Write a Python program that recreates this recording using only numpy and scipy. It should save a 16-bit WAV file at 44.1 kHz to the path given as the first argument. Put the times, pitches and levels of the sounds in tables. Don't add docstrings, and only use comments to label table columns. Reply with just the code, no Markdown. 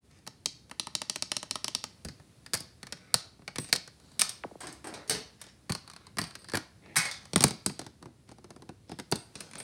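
import sys
import numpy as np
from scipy import signal
from scipy.fft import rfft, irfft, next_fast_len
from scipy.io import wavfile

SR = 44100
rng = np.random.default_rng(int(sys.argv[2]) if len(sys.argv) > 2 else 0)


def generate_wav(signal):
    frames = np.transpose(np.atleast_2d(signal))
    scaled = np.clip(frames, -1, 1) * 32767
    pcm = np.round(scaled).astype(np.int16)
    wavfile.write(sys.argv[1], SR, pcm)


N = 424683
SIZE, LEAD = 8192, 256
HZ = np.fft.rfftfreq(SIZE, 1 / SR)
AGE = np.arange(SIZE) / SR
HIT_GAIN = np.sqrt(SR / 100)

# freq_hz, gain_db
PLASTIC_EQ = [(30, -38.5), (65, -5), (150, 3), (300, -1.5), (700, -1), (2000, 0), (3000, -1.5), (4500, 5),
              (6200, 0.5), (7500, -7), (8400, -1), (10500, -8), (12500, -20.5), (16000, -26)]
# start_s, length_s, level_db, cutoff_hz
SLIDES = [(0.086, .12, -68, 9200), (2.762, 0.56, -63, 6000), (3.571, 0.17, -56.5, 12160),
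          (3.981, 0.22, -67, 10100), (4.59, 0.13, -60, 9100), (4.828, 0.24, -53.5, 1690),
          (5.381, 0.14, -60, 9000), (5.803, 0.34, -66, 2980), (6.287, 0.28, -63, 6000),
          (6.81, .14, -56.5, 2500), (7.143, 0.2, -66.5, 7100), (7.737, 0.13, -65, 6000),
          (8.002, 0.091, -59, 906), (8.269, 0.061, -63.5, 8930), (8.38, 0.36, -63.5, 703),
          (8.871, 0.083, -60, 5000), (9.323, 0.2, -58, 9900), (9.534, 0.097, -51, 6000)]


def amp(db):
    return 10 ** (np.asarray(db) / 20)


def unit(x):
    return x / np.sqrt(np.sum(x ** 2) + 1e-20)


def curve(points, hz):
    freq_hz, value = np.transpose(points)
    return np.interp(np.log(hz + 1), np.log(freq_hz + 1), value)


def add(mix, start_s, sound):
    part = mix[round(start_s * SR):][:len(sound)]
    part += sound[:len(part)]


def place(hits):
    out = np.zeros((2, N))
    for start_s, pair in hits:
        for track, sound in zip(out, pair):
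            add(track, start_s - LEAD / SR, sound)
    return out


def waveform(spectrum):
    return np.roll(irfft(spectrum), LEAD) * signal.windows.tukey(SIZE, LEAD / SIZE)


def causal(gain):
    log_gain = np.log(np.maximum(gain, gain.max() * 1e-5))
    mirrored = np.concatenate([log_gain, log_gain[-2:0:-1]])
    return np.exp(np.conj(signal.hilbert(mirrored)))[:len(gain)]


def band_split(edges_hz=(450, 2700, 7600)):
    below = [1 / (1 + (HZ / edge) ** 6) for edge in edges_hz]
    return np.diff([0 * HZ] + below + [0 * HZ + 1], axis=0)


def plastic(resonances):
    boost_db = sum(db / (1 + (2 * (HZ - hz) / width) ** 2) for hz, width, db in resonances)
    return amp(curve(PLASTIC_EQ, HZ)) * amp(boost_db)


def bending(lag_s):
    return np.exp(-4j * np.pi * lag_s * np.sqrt(1000 * (HZ + 20)))


def hardness(click_db, medium_db=-36, top_hz=11000, soft_db=-48, knee_hz=950):
    top_db = 0.28 * np.clip(click_db - medium_db, -15, 15) / (1 + (top_hz / (HZ + 1)) ** 8)
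    mids_db = 0.48 * min(click_db - soft_db, 0) * np.log2(np.clip(HZ / knee_hz, 1, 2))
    return amp(top_db + mids_db)


def hit(levels, colour, grain, lag_s, stretch, room_db):
    # t60_s, ring_vs_tick_db, send_db
    band_rings = [(0.11, -1, -20), (0.028, 6, -12), (0.015, 5.5, -9.5), (0.014, 13, -17.5)]
    t60_s, ring_db, send_db = np.transpose(band_rings)
    click_db, thud_db, knock_db, sheen_db = levels
    split = band_split()
    colour = colour * hardness(click_db)
    rings = [amp(db) * np.sqrt(stretch) * unit(grain * amp(-60 * AGE / (t60 * stretch)))
             for t60, db in zip(t60_s, ring_db)]
    struck = (split * (1 + rfft(np.array(rings)))).sum(0)
    band_levels = amp(click_db + np.array([thud_db, knock_db, 0, sheen_db])) * HIT_GAIN
    direct_gains = band_levels / np.sqrt(np.mean(abs(split * struck * colour) ** 2, axis=1))
    advance = np.exp(2j * np.pi * HZ * lag_s / 3)
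    direct = struck * causal(colour * (direct_gains @ split)) * bending(lag_s) * advance
    ripple = (abs(struck) / np.mean(abs(struck)) + 0.045) ** 0.83
    diffuse = np.sqrt(colour * amp(curve(PLASTIC_EQ, HZ))) * ripple
    send_gains = band_levels * amp(send_db + room_db) / np.sqrt(np.mean((split * diffuse) ** 2, axis=1))
    return waveform(direct), waveform(causal(diffuse * (send_gains @ split)))


def piece_in_hand(time_s, board_width_hz=130, board_db=8, shell_width_hz=380, shell_db=7, detune=0.025):
    # start_s, board_hz, shell_hz, stud_hz, stud_boost_db, room_db
    pieces = [(0, 300, 2690, 4300, 6, -2.5), (2, 140, 1730, 4860, 10, 0.5),
              (2.75, 155, 1840, 4500, 6, -2.5), (3.1, 148.3, 610, 4420, 13.5, -2.5),
              (3.3, 159, 2300, 4470, 5, -2.5), (3.7, 513, 1850, 4400, 4.5, -4.5),
              (4.1, 195, 2300, 8430, 6, -8), (4.5, 330, 750, 8300, 9, 1), (5.06, 426, 1960, 9200, 7, 1),
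              (5.35, 560, 1910, 3500, 12, -7.5), (5.6, 168, 1134, 4300, 11, -0.5),
              (6.12, 185, 1150, 4800, 10, 2.5), (6.3, 317, 1710, 4440, 9, -1),
              (6.9, 171, 1850, 5370, 2.5, 0.5), (7.2, 197, 890, 8580, 7, -1.5),
              (7.72, 330, 780, 4290, 1, -1), (9.05, 350, 1010, 4270, 10, -1.5),
              (9.25, 226, 2400, 9000, 10, 4)]
    _, *modes_hz, stud_db, room_db = [row for row in pieces if row[0] <= time_s][-1]
    grip = np.exp(detune * (2 * rng.random(len(modes_hz)) - 1))
    board_hz, shell_hz, stud_hz = grip * modes_hz
    colour = plastic([(board_hz, board_width_hz, board_db), (shell_hz, shell_width_hz, shell_db),
                      (stud_hz, 750, stud_db)])
    return colour, room_db


def room_tone(level_db=-59.5, crossover_hz=400, fade_in_s=0.051):
    # freq_hz, gain_db
    tone_eq = [(15, -56), (25, -70.5), (59, 3.5), (117, 5), (223, -1), (962, -16.5), (2480, -20),
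               (3160, -21), (4250, -18.5), (7110, -23.5), (8360, -21.5), (10100, -21), (12200, -35.5),
               (14800, -32), (16000, -39.5)]
    # time_s, gain_db
    hiss_ride = [(0, -4.5), (2.2, 0), (3.4, -3.5), (4.3, 1.5), (5.6, -2), (6.3, -3), (6.75, -2.5), (7.5, 1),
                 (8.1, -5), (8.8, -4.5), (9.3, 0.5)]
    size = next_fast_len(N)
    hz, t = np.fft.rfftfreq(size, 1 / SR), np.arange(N) / SR
    spectrum = rfft(rng.standard_normal(size)) * amp(curve(tone_eq, hz))
    noise = np.sqrt(size) * unit(irfft(spectrum, size))
    rumble = irfft(rfft(noise) / (1 + (hz / crossover_hz) ** 4), size)[:N]
    hiss = (noise[:N] - rumble) * amp(np.interp(t, *np.transpose(hiss_ride)))
    return amp(level_db) * (rumble + hiss) * np.clip(t / fade_in_s, 0, 1) ** 2


def room_impulse(build_s=0.0072, early_db=5, early_s=0.049):
    # freq_hz, t60_s
    decay_times = [(100, 0.26), (500, 0.5), (2000, 0.44), (5000, 0.42), (9000, 0.28), (15000, 0.29)]
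    t = np.arange(SR) / SR
    reflections = rng.choice([-1., 1.], SR) * (rng.random(SR) < 0.12)
    hz, age, frames = signal.stft(reflections, SR, nperseg=256)
    decay = amp(-60 * age / curve(decay_times, hz)[:, None])
    tail = signal.istft(frames * decay, SR, nperseg=256)[1][:SR]
    return unit(tail * np.clip(t / build_s, 0, 1) ** 2 * amp(early_db * np.exp(-t / early_s)))


def room_reverb(send, patterns=3, changes_per_s=13):
    position = np.arange(N) / SR * changes_per_s
    out = np.zeros(N)
    for k in range(patterns):
        away = np.minimum(abs((position - k) % patterns - 1), 1)
        out += signal.fftconvolve(send * np.cos(np.pi / 2 * away), room_impulse())[:N]
    return out


def rubs(slips_per_s=900, spread_db=-0.5, tick_t60_s=0.0064, trim_db=-2, room_db=-3):
    out = np.zeros(N)
    colour = plastic([(350, 700, 7)])
    slips = (rng.random(N) < slips_per_s / SR) * rng.choice([-1, 1], N)
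    slips = slips * amp(spread_db * np.minimum(rng.exponential(1, N), 4))
    for start_s, length_s, level_db, cutoff_hz in SLIDES:
        ring = rfft(rng.standard_normal(SIZE) * amp(-60 * AGE / tick_t60_s))
        tick = irfft(causal(colour / (1 + (HZ / cutoff_hz) ** 4)) * ring)
        run = slips[round(start_s * SR):][:round(length_s * SR)]
        stroke = signal.fftconvolve(run * signal.windows.tukey(len(run), 0.5), tick)
        add(out, start_s, amp(level_db + trim_db) * np.sqrt(len(run)) * unit(stroke))
    return np.array([out, out * amp(room_db)])


def catches(per_slide=2, boost_db=2, spread_db=4, lag_s=0.0018, stretch=1.5):
    band_hz = np.array([4500, 250, 900, 9500])
    hits = []
    for start_s, length_s, slide_db, cutoff_hz in SLIDES:
        click_db, *others_db = -10 * np.log10(1 + (band_hz / cutoff_hz) ** 4)
        for progress, softness in rng.random((per_slide, 2)):
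            catch_s = start_s + progress * length_s
            colour, room_db = piece_in_hand(catch_s)
            levels = [slide_db + boost_db - spread_db * softness + click_db, *(others_db - click_db)]
            hits.append((catch_s, hit(levels, colour, rng.standard_normal(SIZE), lag_s, stretch, room_db)))
    return place(hits)


def twangs(low_cut_hz=130, room_db=-18):
    # start_s, level_db, lag_s, cutoff_hz
    flicks = [(4.4333, -38, 0.0065, 2680), (4.4334, -34, 0.013, 1010), (4.499, -45.5, 0.014, 820),
              (4.55, -45, 0.0059, 830)]
    out = np.zeros(N)
    for start_s, level_db, lag_s, cutoff_hz in flicks:
        colour = 1 / (1 + (HZ / cutoff_hz) ** 6) * HZ ** 2 / (HZ ** 2 + low_cut_hz ** 2)
        chirp = unit(waveform(colour * bending(lag_s)))
        add(out, start_s - LEAD / SR, amp(level_db) * HIT_GAIN * chirp)
    return np.array([out, out * amp(room_db)])


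def bouncing_part(detune_hz=60, trim_db=-1):
    # pitch_hz, level_db, t60_s
    modes = [(1029, -4, 0.054), (1290, -7.5, .12), (1440, -6.5, 0.1), (1685, -2, .1), (1773, -1.5, .08),
             (1850, -1.5, 0.081), (1946, 1, .1), (2140, 4, .1), (2191, -2, .09), (2290, -1.5, 0.1),
             (2545, -3.5, 0.17), (4540, -9.5, .1), (5670, -7.5, 0.12), (7665, -19, .15), (8550, 5, .1),
             (9800, -7.5, 0.12)]
    # start_s, level_db
    landings = [(6.9645, -19.5), (6.9705, -30), (6.984, -32.5), (7.001, -36), (7.023, -36.5),
                (7.052, -35.5)]
    out = np.zeros(N)
    hz, mode_db, t60_s = np.transpose(modes)[:, :, None]
    t = np.arange(SR // 2) / SR
    for start_s, level_db in landings:
        phase = rng.uniform(0, 2 * np.pi, hz.shape)
        pitch_hz = hz + rng.uniform(-detune_hz, detune_hz, hz.shape)
        ring = (amp(mode_db - 60 * t / t60_s) * np.sin(2 * np.pi * pitch_hz * t + phase)).sum(0)
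        add(out, start_s, amp(level_db + trim_db) * HIT_GAIN * unit(ring))
    return np.array([out, out]) / np.sqrt(2)


def clatter(lag_s=0.00043, trim_db=-1, extra_room_db=10):
    # start_s, click_db, thud_vs_click_db, knock_vs_click_db, sheen_vs_click_db, ring_stretch
    impacts = [(4.194, -28.5, -12, -11, 1.5, 2.9), (4.212, -30, -34, -27, -3, 0.78),
               (4.217, -23.5, -43, -5, 1, 1.14), (4.293, -38, -25, -12, 1.5, 2.8),
               (4.6053, -51, -15, 7, 5, 7.1), (4.633, -54.5, 14.5, 10, -2, 5.1),
               (4.67, -48.5, 6.5, 4.5, 3, 2.4), (4.7267, -60, -6, -13, 10.5, 1.8),
               (4.8433, -57, 16.5, 14, 9, 5), (4.871, -52.5, 13, 8.5, 7, 4), (4.939, -47, 0, 1.5, -5, 4.5),
               (5.077, -53.5, 2, -8, 0, 4.4), (5.0965, -31, -7.5, -6.5, 3.5, 1.5),
               (5.107, -34, 1.5, -4.5, -2, 3.9), (5.15, -43, 6, 0, -18, 2.1),
               (5.4145, -50.5, -21, 1.5, 6, 2.5), (6.9577, -34.5, -24, 1.5, -4, 4.1),
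               (6.9649, -31, -13.5, 0, 3.5, 2.7), (6.97, -34, -3, -9.5, 6, 1.9),
               (6.9839, -34, -2.5, -15, 4, 1.1), (7.055, -38, -10, 1, -9, 2.6),
               (7.113, -38.5, -30, -12, -9, 2.5)]
    hits = []
    for start_s, *levels, stretch in impacts:
        colour, room_db = piece_in_hand(start_s, board_width_hz=90, board_db=12,
                                        shell_width_hz=740, shell_db=6.5)
        grain = rng.standard_normal(SIZE)
        hits.append((start_s, hit(levels, colour, grain, lag_s, stretch, room_db + extra_room_db)))
    return amp(trim_db) * place(hits)


def board_bumps(t60_s=0.11, rise_s=0.0022):
    # start_s, level_db, pitch_hz
    bumps = [(2.06, -34.5, 80), (2.093, -41, 90), (2.547, -37, 110), (3.147, -36.5, 103),
             (3.591, -36, 127.4), (5.705, -29.5, 97), (6.194, -38, 92), (6.555, -30, 106.5),
             (7.365, -22, 169.3), (7.445, -20, 172)]
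    out = np.zeros(N)
    for start_s, level_db, pitch_hz in bumps:
        envelope = amp(level_db - 60 * AGE / t60_s) * (1 - np.exp(-AGE / rise_s))
        add(out, start_s, envelope * np.sin(2 * np.pi * pitch_hz * AGE))
    return np.array([out, np.zeros(N)])


def stud_jingles(contacts=3, gap_s=0.027, step_db=-5, detune=0.013, uneven_db=4, room_db=-6):
    # pitch_hz, level_db, t60_s
    modes = [(8470, -2.5, 0.22), (8300, -1, 0.18), (9130, -11, .2), (9600, -2.5, .16), (13640, -14.5, .12)]
    # start_s, level_db
    brushes = [(3.599, -38.5), (4.29, -47), (5.72, -59), (6.199, -46), (6.39, -56), (7.664, -49),
               (9.157, -49.5), (9.407, -65.5), (9.583, -39)]
    out = np.zeros(N)
    hz, mode_db, t60_s = np.transpose(modes)[:, :, None]
    for start_s, level_db in brushes:
        for k in range(contacts):
            shift, mix, late = 2 * rng.random((3, *hz.shape)) - 1
            ring_db = level_db + step_db * (k + 0.5) + mode_db + uneven_db * mix - 60 * AGE / t60_s
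            ring = (amp(ring_db) * np.sin(2 * np.pi * hz * (1 + detune * shift) * AGE)).sum(0)
            add(out, start_s + k * gap_s * (1 + 0.5 * late[0, 0]), ring)
    return np.array([out, out * amp(room_db)])


def finger_touches(lag_s=0.002, stretch=1.45, padded_db=4, sheen_db=-5, extra_room_db=-2):
    # start_s, click_db, thud_vs_click_db
    touches = [(0.266, -53, -17), (0.6966, -60.5, -3), (2.198, -68.5, 17.5), (2.4625, -50, -20),
               (2.83, -47, 2), (2.8686, -50.5, -9), (3.393, -76, 23), (3.42, -72, 19.5),
               (3.644, -53.5, -12), (3.8763, -52.5, -4.5), (5.8766, -53, -7), (5.8993, -51.5, -11),
               (5.914, -59, -11), (5.935, -55, -25), (5.963, -52, -12), (6.0678, -54.5, -3),
               (6.1703, -48.5, 9), (6.239, -44.5, -13), (6.3086, -56, -6), (6.353, -46.5, -13),
               (6.444, -55, -22), (6.486, -49.5, -5), (6.498, -49.5, -13), (6.519, -49, -5),
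               (6.5358, -42, 12), (7.2543, -55, -24), (7.3788, -40, -17), (7.421, -37, -16),
               (7.468, -44, -2), (7.697, -53, 15.5), (7.8149, -53.5, 8.5), (7.8646, -52, 7.5),
               (8.0259, -57, 10.5), (8.057, -62.5, 20), (8.29, -64.5, 13), (8.3149, -62, 12.5),
               (8.3837, -66.5, 15.5), (8.443, -59.5, 10), (8.5049, -55, 8), (8.562, -62, 12.5),
               (8.6214, -59.5, 11), (8.6913, -57.5, 18), (8.8949, -58, 14.5), (8.917, -53, 15),
               (8.988, -49.5, 9.5), (8.9975, -45.5, 5), (9.5544, -53, -3), (9.601, -48.5, -1)]
    hits = []
    for start_s, click_db, thud_db in touches:
        colour, room_db = piece_in_hand(start_s)
        knock_db = 0.5 + 0.7 * max(thud_db - padded_db, 0)
        levels = [click_db, thud_db, knock_db, sheen_db]
        grain = rng.standard_normal(SIZE)
        hits.append((start_s, hit(levels, colour, grain, lag_s, stretch, room_db + extra_room_db)))
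    return place(hits)


def stud_snaps(lag_s=0.002, usual_stretch=1.43, usual_db=-35, shorten_per_db=0.0247):
    # start_s, click_db, thud_vs_click_db, knock_vs_click_db, sheen_vs_click_db
    snaps = [(2.0489, -48, 10.5, -0.5, 3), (2.0856, -45, 0.5, -5.5, -11), (2.5347, -30.5, -8.5, -6.5, -5.5),
             (2.541, -36.5, -7.5, 1, 6), (2.549, -40, -10, 0.5, 4), (2.5728, -44, -7, -18, -5),
             (2.6047, -45.5, 1, -13, 0.5), (2.9239, -37.5, -8.5, -5.5, -11), (3.142, -22.5, -12.5, -6, 0),
             (3.4781, -42, -6, 3.5, -12.5), (3.558, -43, -3, 1.5, -5.5), (3.584, -37.5, 5, -1, -3),
             (3.7277, -20.5, -17.5, -5.5, -10.5), (3.7352, -31.5, -10, -19, -4.5),
             (3.752, -41.5, -2, 1.5, -4.5), (3.7603, -31.5, -30, -29, -10), (5.6948, -42, 2.5, 4.5, -12),
             (5.6996, -47, 18, 7.5, 4), (5.7214, -35, -9, -6.5, -3.5), (5.7502, -38.5, -11, -2, -6),
             (6.1849, -37, -34, 6.5, -1), (6.1886, -43, 11, 9.5, 6), (6.2154, -37, 1.5, -10, -7),
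             (6.545, -46.5, 11.5, 16, -1), (6.553, -37.5, -22, 5, -0.5), (6.571, -37, 1.5, 2.5, -2.5),
             (7.3334, -37, 4.5, -7.5, -10), (7.3592, -27.5, 5.5, 1.5, 2.5), (7.4066, -29, 2, -8, -5),
             (7.4276, -38, -0.5, -1, 3), (7.4393, -22.5, 2.5, -2, 3.5), (7.442, -37, 16.5, 0, -5),
             (7.481, -41, 1, -6, 0.5), (7.5079, -41, 5.5, -4.5, -5), (7.6619, -29.5, 1, -8, -0.5),
             (7.7926, -41.5, 2.5, -1.5, -5.5), (9.1147, -48.5, 10, -4, 13), (9.1228, -30, 5, 0.5, -9.5),
             (9.157, -43.5, 3.5, -10, 1.5), (9.3545, -44.5, 0, -6, -10), (9.406, -46, -2, -1, 3)]
    hits = []
    for start_s, *levels in snaps:
        colour, room_db = piece_in_hand(start_s)
        stretch = usual_stretch * np.exp(-shorten_per_db * (levels[0] - usual_db))
        hits.append((start_s, hit(levels, colour, rng.standard_normal(SIZE), lag_s, stretch, room_db)))
    return place(hits)


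def switch_clicks(lag_s=0.00161, stretch=0.93, housing_share=0.53, usual_db=-33, room_db=-2.5):
    # start_s, click_db, knock_db, ring_hz
    clicks = [(0.275, -43, -45, 4480), (0.4587, -26.5, -45, 4380), (0.713, -50, -43.5, 3120),
              (0.797, -29, -43.5, 4300), (0.8702, -43.5, -40, 940), (0.9517, -27.5, -43.5, 4250),
              (1.0174, -36, -39.5, 2720), (1.0973, -28.5, -44.5, 5530), (1.159, -35.5, -42, 2650),
              (1.2236, -29, -42, 4170), (1.3173, -29.5, -38, 4800), (1.3668, -30, -44, 5200),
              (1.4295, -41.5, -42, 940), (1.51, -30, -44.5, 4880), (1.556, -35.5, -36.5, 3680),
              (1.644, -30.5, -42, 4830), (1.681, -34.5, -41, 3100), (1.7494, -27, -42.5, 5470),
              (1.8403, -36, -41, 5000)]
    # freq_hz, width_hz, boost_db
    housing = [(276, 320, 16.5), (607, 128, 12), (890, 200, 12), (1268, 330, 14), (3100, 1100, 4.5),
               (3860, 1200, 1), (9800, 250, 7), (14200, 450, 7)]
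    housing_grain = rng.standard_normal(SIZE)
    hits = []
    for start_s, click_db, knock_db, ring_hz in clicks:
        thud_db = -46 + 0.22 * (click_db - usual_db)
        sheen_db = -43 + 0.53 * (click_db - usual_db)
        levels = [click_db, thud_db - click_db, knock_db - click_db, sheen_db - click_db]
        colour = plastic(housing + [(ring_hz, 900, 3.5)])
        grain = housing_share * housing_grain + (1 - housing_share) * rng.standard_normal(SIZE)
        hits.append((start_s, hit(levels, colour, grain, lag_s, stretch, room_db)))
    return place(hits)


def scene():
    direct, send = (switch_clicks() + stud_snaps() + finger_touches() + catches() + stud_jingles()
                    + clatter() + bouncing_part() + board_bumps() + twangs() + rubs())
    return (direct + room_reverb(send) + room_tone())[None]


def record(dry):
    high_cut = signal.firwin(511, 16100, window=("kaiser", 9), fs=SR)
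    return signal.oaconvolve(dry, high_cut[None], "same")


dry = scene()
out = record(dry)
generate_wav(out)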